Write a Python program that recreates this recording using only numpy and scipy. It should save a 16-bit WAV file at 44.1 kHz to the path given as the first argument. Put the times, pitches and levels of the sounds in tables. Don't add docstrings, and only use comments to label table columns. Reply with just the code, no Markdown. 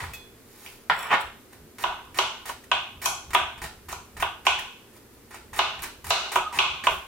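import sys
import numpy as np
from scipy import signal
from scipy.fft import rfft, irfft, next_fast_len
from scipy.io import wavfile
from scipy.ndimage import uniform_filter1d

SR = 44100
rng = np.random.default_rng(int(sys.argv[2]) if len(sys.argv) > 2 else 0)


def convert_level_to_amplitude(level_db):
    exponent = np.asarray(level_db, float) / 20
    return 10 ** exponent


def to_wav(sig):
    pcm = np.clip(np.atleast_2d(sig), -1, 1) * 32767
    pcm = np.round(pcm).astype(np.int16)
    wavfile.write(sys.argv[1], SR, pcm.T)


N = 311787

# centre in Hz, width in Hz, level in dB.
COUNTER_DIP = [(2036, 220, -10)]


def unit(x):
    return x / np.sqrt(np.mean(x ** 2) + 1e-20)


def along(points, hz):
    f, v = np.transpose(points)
    return np.interp(np.log(hz + 1), np.log(f + 1), v)


def stroke(rows):
    s, *cols = np.transpose(sorted(map(tuple, rows)))
    at = np.arange(max(round(s[0] * SR), 0), min(round(s[-1] * SR), N))
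    return at, [np.interp(at / SR, s, c) for c in cols]


def swell(peak_s, db, rise_s, fall_s):
    start = (peak_s - 2 * rise_s, db - 40)
    end = (peak_s + 2 * fall_s, db - 40)
    at, (level_db,) = stroke([start, (peak_s, db), end])
    return at, convert_level_to_amplitude(level_db)


def filtered(x, response):
    m = next_fast_len(x.shape[-1] + 8192)
    return irfft(rfft(x, m) * response(np.fft.rfftfreq(m, 1 / SR)), m)[..., :x.shape[-1]]


def resonances(modes, f):
    total = 0
    for k, (centre, width, db) in enumerate(modes):
        damping = 1j * f * width
        total = total + (-1) ** k * convert_level_to_amplitude(db) * damping / (centre * centre - f * f + damping)
    return total


def ring(modes, f):
    return resonances([(hz, w, db + 1.6 * rng.standard_normal()) for hz, w, db in modes], f)


def grainy(spectrum, spike_db):
    sizes = np.repeat(convert_level_to_amplitude(spike_db * rng.standard_normal(N // 32 + 1)), 32)[:N]
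    return unit(filtered(sizes * rng.standard_normal(N), lambda hz: convert_level_to_amplitude(along(spectrum, hz))))


def spread(pair):
    # frequency in Hz, side minus mid in dB.
    side_over_mid = [(60, -36), (110, -11), (200, -8.5), (380, -11), (700, -7.5), (1290, -5), (2380, -2.5),
                     (4400, 0), (8120, 1.5), (15000, 1)]

    def mid_side(hz):
        ratio = convert_level_to_amplitude(along(side_over_mid, hz))
        return np.array([1 + 0 * hz, ratio]) / np.hypot(1, ratio)

    mid, side = filtered(pair, mid_side)
    return np.array([mid + side, mid - side])


def kitchen(walls, t60, direct_db, early_db):
    # frequency in Hz, echo length as a ratio to that near 1 kHz.
    echo_ratio = [(200, 0.79), (1000, 0.96), (4000, 1.09), (8000, 0.96), (15000, 0.48)]
    noise = 0.88 * walls + 0.76 * rng.standard_normal(walls.shape)
    hz, t, z = signal.stft(noise, SR, nperseg=128)
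    band_t60 = np.clip(t60, .1, 1.5) * along(echo_ratio, hz)[:, None]
    tail = signal.istft(z * convert_level_to_amplitude(-60 * t / band_t60), SR, nperseg=128)[1]
    t = np.arange(tail.shape[1]) / SR
    early = convert_level_to_amplitude(early_db - 60 * t / 0.018)
    tail = spread(tail * (1 + early) * np.clip(t / 0.000067, 0, 1))
    tail[:, 0] += convert_level_to_amplitude(direct_db)
    return tail


def room_tone():
    # frequency in Hz, level in dB per Hz.
    air_colour = [(12, -62), (20, -10), (75, -32), (108, -2.5), (147, -21.5), (230, -6), (297, -10.5),
                  (382, -7), (670, -19.5), (2010, -23), (2890, -26.5), (5210, -28), (5830, -28.5),
                  (15200, -26.5), (16500, -49)]
    air = filtered(spread(rng.standard_normal((2, N))), lambda hz: convert_level_to_amplitude(along(air_colour, hz)))
    return convert_level_to_amplitude(-52.5) * unit(air)


def counter_rumble():
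    # peak in seconds, rumble level in dB.
    pushes = [(.03, -42), (.75, -70), (.94, -54), (1.26, -54.5), (1.63, -54.5), (1.89, -53), (2.13, -52.5),
              (2.24, -52), (2.5, -54), (2.75, -53), (2.97, -52), (3.09, -51.5), (3.31, -48.5), (3.419, -51),
              (3.62, -45), (3.78, -59), (3.93, -47), (4.21, -45), (4.51, -52.5), (4.61, -58), (5.36, -59),
              (5.56, -49.5), (5.68, -55), (5.81, -48.5), (6.08, -48), (6.4, -50.5), (6.58, -49),
              (6.72, -49), (6.92, -46)]
    # centre in Hz, width in Hz, level in dB.
    counter_modes = [(26.2, 5.1, 1), (58, 14.7, 2), (82.2, 14.6, 2.5), (149, 61, -3)]
    power = np.full(N, convert_level_to_amplitude(-67) ** 2)
    for s, db in pushes:
        at, gain = swell(s, db, rise_s=0.1, fall_s=0.17)
        power[at] += gain ** 2
    rumble = unit(filtered(rng.standard_normal(N), lambda hz: resonances(counter_modes, hz) ** 2))
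    return convert_level_to_amplitude(4.0) * np.sqrt(power) * rumble


def clink():
    # frequency in Hz, level in dB, time to fall 60 dB in seconds.
    steel_modes = [(2480, -42, 0.25), (2564, -37.5, 0.1), (3408, -44.5, 0.57), (3740, -61, .1),
                   (4180, -46, 0.13), (4430, -56, .12), (5870, -49, .1), (7830, -50, 0.11),
                   (12300, -49, .1), (13560, -38, 0.17)]
    out, t = np.zeros(N), np.arange(SR // 2) / SR
    steel = sum(convert_level_to_amplitude(db - 60 * t / t60) * np.sin(2 * np.pi * hz * t) for hz, db, t60 in steel_modes)
    steel *= np.clip((.18 - t) / 0.053, 0, 1)
    scuff = convert_level_to_amplitude(-34.0 - 60 * t / 0.099) * rng.standard_normal(len(t))
    lift_s = .135
    out[round(lift_s * SR):][:len(t)] += steel + scuff
    return out


def drag():
    # time in seconds, scrape level in dB, steel singing over the scrape in dB.
    drag_path = [
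        (0.93, -38, -21),
        (1.0, -30, -16),
        (1.09, -34, -23),
        (1.118, -14, -40),
        (1.148, -12, -36),
        (1.168, -37.5, -33),
        (1.215, -46.5, -5),
        (1.24, -54, -28),
    ]
    # frequency in Hz, level in dB per Hz.
    scrape_colour = [(59, -63), (100, -31), (140, -21), (317, -25), (425, -10.5), (502, -16), (558, -8),
                     (620, -8), (660, -7), (1370, -2.5), (1920, -9.5), (3320, -11.5), (4180, -26),
                     (15000, -54)]
    singing_modes = [(3420, 24, 9), (4240, 60, -2), (5500, 98, -5), (7700, 78, 4.0),
                     (10430, 530, -8.5), (12600, 900, -12), (15400, 300, -7)]
    out = np.zeros(N)
    at, (db, sing_db) = stroke(drag_path)
    stutter = grainy([(1000, 0)], spike_db=9.0)
    singing = unit(filtered(stutter, lambda f: resonances(singing_modes, f)))
    scrape = grainy(scrape_colour, spike_db=3.0)
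    out[at] += convert_level_to_amplitude(db - 3.0) * scrape[at] + convert_level_to_amplitude(db + sing_db + 7.5) * singing[at]
    return out


def squeak():
    # time in seconds, pitch in Hz, level in dB.
    glide = [
        (6.37, 1315, -36),
        (6.395, 1305, -35),
        (6.45, 1272, -36),
        (6.478, 1239, -27.5),
        (6.49, 1232, -47),
        (6.524, 1216, -34),
        (6.53, 956, -32.5),
        (6.575, 935, -35.5),
        (6.6, 935, -49),
    ]
    out = np.zeros(N)
    at, (hz, db) = stroke(glide)
    flutter = rng.standard_normal(len(at))
    flutter = unit(uniform_filter1d(uniform_filter1d(flutter, size=150), size=150))
    wobble = 0.6 * np.roll(flutter, len(at) // 2)
    out[at] = convert_level_to_amplitude(db + 2.2 * flutter) * np.sin(2 * np.pi * np.cumsum(hz) / SR + wobble)
    return out


def bumps(walls):
    # start in seconds, peak in dB, bright part in dB, time for the echo to fall 60 dB in seconds.
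    contacts = [
        (.004, -30.5, -6, 0.5),
        (.038, -31, -19, 0.13),
        (0.662, -51.5, 14.5, 0.38),
        (0.898, -12, -4.5, 0.25),
    ]
    # centre in Hz, width in Hz, level in dB.
    flat_modes = [(152, 37, -13), (390, 120, -11.5), (846, 160, 3), (1075, 180, 0), (1370, 144, 2.5),
                  (2000, 490, -2.5)]
    bright_modes = [(2420, 560, 0.5), (3330, 670, -4), (5000, 700, -13), (7560, 5500, -29)]
    out = np.zeros((2, N + SR))
    for s, db, bright_db, t60 in contacts:
        room = kitchen(walls, t60, direct_db=21.5, early_db=-2.5)
        knock = filtered(room, lambda f: ring(flat_modes, f) + convert_level_to_amplitude(bright_db) * ring(bright_modes, f))
        out[:, round(s * SR):][:, :knock.shape[1]] += convert_level_to_amplitude(db + 5.5) * knock
    return out[:, :N]


def clove_noises():
    # frequency in Hz, level in dB per Hz.
    fizz_colour = [(1500, -17.5), (4000, -2), (7000, -5), (11000, -1), (16000, -3)]
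    crush_colour = [(150, -37.5), (250, -13), (291, -11), (396, -2), (488, -11.5), (889, 1.5), (1140, -4.5),
                    (1370, 0.5), (7000, -15), (9100, -10), (15400, -120)]
    return grainy(fizz_colour, spike_db=5), grainy(crush_colour, spike_db=1.5)


def rustles(fizz, crush):
    # peak in seconds, 20 dB rise in ms, 20 dB fall in ms, fizz in dB, crush over the fizz in dB.
    touches = [(0.001, 13, 139.5, -52, 13.5), (.664, 258, 173, -52, -1), (1.532, 24, 37, -57.5, 6.5),
               (2.05, -5, 120, -54, -3), (2.497, 9, 45, -48.5, 12.5), (2.639, 0, 14, -49.5, 4.5),
               (3.58, 4, 23, -55.5, 13), (3.64, 3, 50, -44, 11.5), (3.931, 11, 36, -54, 7.5),
               (4.59, 3, 20, -39.5, 8), (4.97, 72, 28, -59, 3), (5.134, 34, 67, -63, -10),
               (5.345, 1, 54.5, -55, 14.5), (5.791, 0, 33, -55, 15), (5.839, 4, 44, -42.5, 11),
               (6.908, 30, 161, -47, -2)]
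    out = np.zeros(N)
    for s, rise_ms, fall_ms, db, crush_db in touches:
        at, gain = swell(s, db, rise_ms / 1000, fall_ms / 1000)
        out[at] += gain * (convert_level_to_amplitude(6.5) * fizz[at] + convert_level_to_amplitude(crush_db + 1.5) * crush[at])
    return out


def cuts(fizz, crush):
    # start in seconds, length in seconds, fizz at the bite in dB, fizz at the end in dB,
    # crush over the fizz in dB.
    slices = [(1.784, 0.049, -49, -41, 8), (2.144, 0.038, -51, -37, 9.5), (2.455, 0.038, -40.5, -40, 6.5),
              (3.017, 0.039, -39.5, -32, 4), (3.306, 0.035, -48.5, -66, 13.5),
              (3.333, .015, -35.5, -31.5, 9.5), (3.617, 0.022, -41.5, -41, 9.5),
              (3.885, 0.041, -45, -42.5, 9), (4.167, .033, -48.5, -56, 12.5),
              (4.199, 0.03, -38.5, -36.5, 7), (4.452, 0.012, -44.5, -44, 12.5),
              (5.307, 0.041, -57.5, -50, 11.5), (5.531, .057, -48.5, -39, 10.5),
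              (5.821, .016, -41.5, -32.5, 4), (6.043, 0.03, -41.5, -47, 5), (6.066, 0.039, -41.5, -35.5, 2),
              (6.318, 0.057, -38, -41.5, 10), (6.525, 0.056, -51, -38.5, 15.5),
              (6.838, 0.036, -41.5, -45, 14)]
    sag_at, sag_db, crush_fades_db = 0.42, 5.5, 6
    out = np.zeros(N)
    for s, length, bite_db, end_db, crush_db in slices:
        middle_db = bite_db + sag_at * (end_db - bite_db) - sag_db
        bite, end = (s, bite_db, .5), (s + length, end_db, -.5)
        at, (db, fade) = stroke([bite, (s + sag_at * length, middle_db, .5), end])
        out[at] += convert_level_to_amplitude(db + 5.5) * fizz[at]
        out[at] += convert_level_to_amplitude(db + crush_db + crush_fades_db * fade - 2.5) * crush[at]
    return out


def chops(walls):
    # start in seconds, peak in dB, low knock in dB, edge click in dB, time for the echo to fall 60 dB in
    # seconds.
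    blows = [(1.8384, -20.5, -2.5, -20.5, 0.51), (2.1869, -13, -8.5, -16.5, 0.5166),
             (2.4929, -31.5, -0.5, -11, 0.2058), (2.7148, -12.5, -10, -27.5, 0.4727),
             (3.0574, -20, -6, -2.5, 0.48), (3.3483, -11, -8.5, -22, 0.4766), (3.926, -34, -2, -6.5, 0.43),
             (4.2243, -18.5, -4, -27, 0.3883), (4.4666, -11, -10.5, -19, 0.5324),
             (5.5901, -14.5, -8.5, -23.5, 0.5749), (6.105, -16, -8, -16.5, 0.7145),
             (6.357, -15.5, -3, -19, 0.3569), (6.5876, -12, -10.5, -22.5, 0.6236),
             (6.8689, -13.5, -6, -21, 0.4056)]
    # centre in Hz, width in Hz, level in dB.
    low_modes = [(374, 39, -7.5), (636, 149, -4.5), (816, 124, -1.5), (889, 69, 3), (965, 26.3, 1),
                 (1068, 99, 6.5), (1202, 200, -1), (1324, 120, -0.5), (1482, 89, 0)]
    tock_mode = [(977, 325, -2.5)]
    middle_modes = [(2180, 275, -5.5), (2540, 148, -1.5), (2930, 264, -3), (3330, 234, -1.5),
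                    (3565, 334, -8)]
    upper_mode = [(3910, 620, 0.0058)]
    edge_modes = [(5430, 990, 1.5), (7080, 5300, 5), (7040, 370, -32.5)]
    glint_mode = [(9700, 1900, -1.5)]
    # centre in Hz, width in Hz, cancelling copy in dB.
    board_gap = [(1850, 470, -8)]
    dull_hz = 8000
    out, t = np.zeros((2, N + SR)), np.arange(SR // 50) / SR
    for s, db, low_db, edge_db, t60 in blows:
        upper_db = -16.5 + 56.5 * (t60 - 0.5)

        def struck(f):
            board = convert_level_to_amplitude(low_db + 5.5) * (ring(low_modes, f) + ring(tock_mode, f))
            board = board - ring(middle_modes, f) - convert_level_to_amplitude(upper_db) * ring(upper_mode, f)
            board = board - convert_level_to_amplitude(edge_db - 3.5) * ring(edge_modes, f)
            glint = convert_level_to_amplitude(1.58 * edge_db - 2.5) * ring(glint_mode, f)
            notches = (1 - resonances(COUNTER_DIP, f)) * (1 - resonances(board_gap, f))
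            return (board / (1 + 1j * f / dull_hz) ** 2 + glint) * notches

        knock = filtered(kitchen(walls, t60, direct_db=20.0, early_db=5.5), struck)
        crack = np.diff(rng.standard_normal((2, len(t) + 1)))
        knock[:, :len(t)] += crack * convert_level_to_amplitude(edge_db - 31 - 60 * t / 0.0043)
        out[:, round(s * SR):][:, :knock.shape[1]] += convert_level_to_amplitude(db + 7) * knock
    return out[:, :N]


def scene():
    walls = rng.standard_normal((2, SR * 3 // 5))
    room = kitchen(walls, 0.41, direct_db=29.5, early_db=10)
    room = filtered(room / np.linalg.norm(room[0]), lambda f: 1 - resonances(COUNTER_DIP, f))
    background = room_tone() + counter_rumble()
    tone = squeak()
    fizz, crush = clove_noises()
    rubbing = clink() + drag() + 0.47 * tone + rustles(fizz, crush) + cuts(fizz, crush)
    rubbing = signal.fftconvolve(rubbing[None], room, axes=1)[:, :N]
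    knocks = bumps(walls) + chops(walls)
    slow = 1 / (.12 * SR)
    loudness = signal.lfilter([slow], [1, slow - 1], np.abs(knocks).mean(axis=0))
    return knocks + 0.61 * tone + (rubbing + background) / (1 + loudness / convert_level_to_amplitude(-15.5))


def roll_off(x):
    return signal.sosfilt(signal.butter(12, 16660, fs=SR, output="sos"), x)


def record(dry):
    # frequency in Hz, left minus right in dB.
    capsule_lean = [(60, 0.0), (110, -1), (200, -0.5), (380, -0.5), (700, -0.5), (1290, -0.5), (2380, -1),
                    (4400, 0.5), (8120, 0), (15000, -1)]
    top_hz = 15900
    halves = np.array([[.5], [-.5]])
    x = filtered(dry, lambda hz: convert_level_to_amplitude(along(capsule_lean, hz) * halves) * (hz < top_hz))
    x = x / (1 + np.abs(x / .62) ** 4) ** (1 / 4)
    return roll_off(x)


dry = scene()
out = record(dry)
to_wav(out)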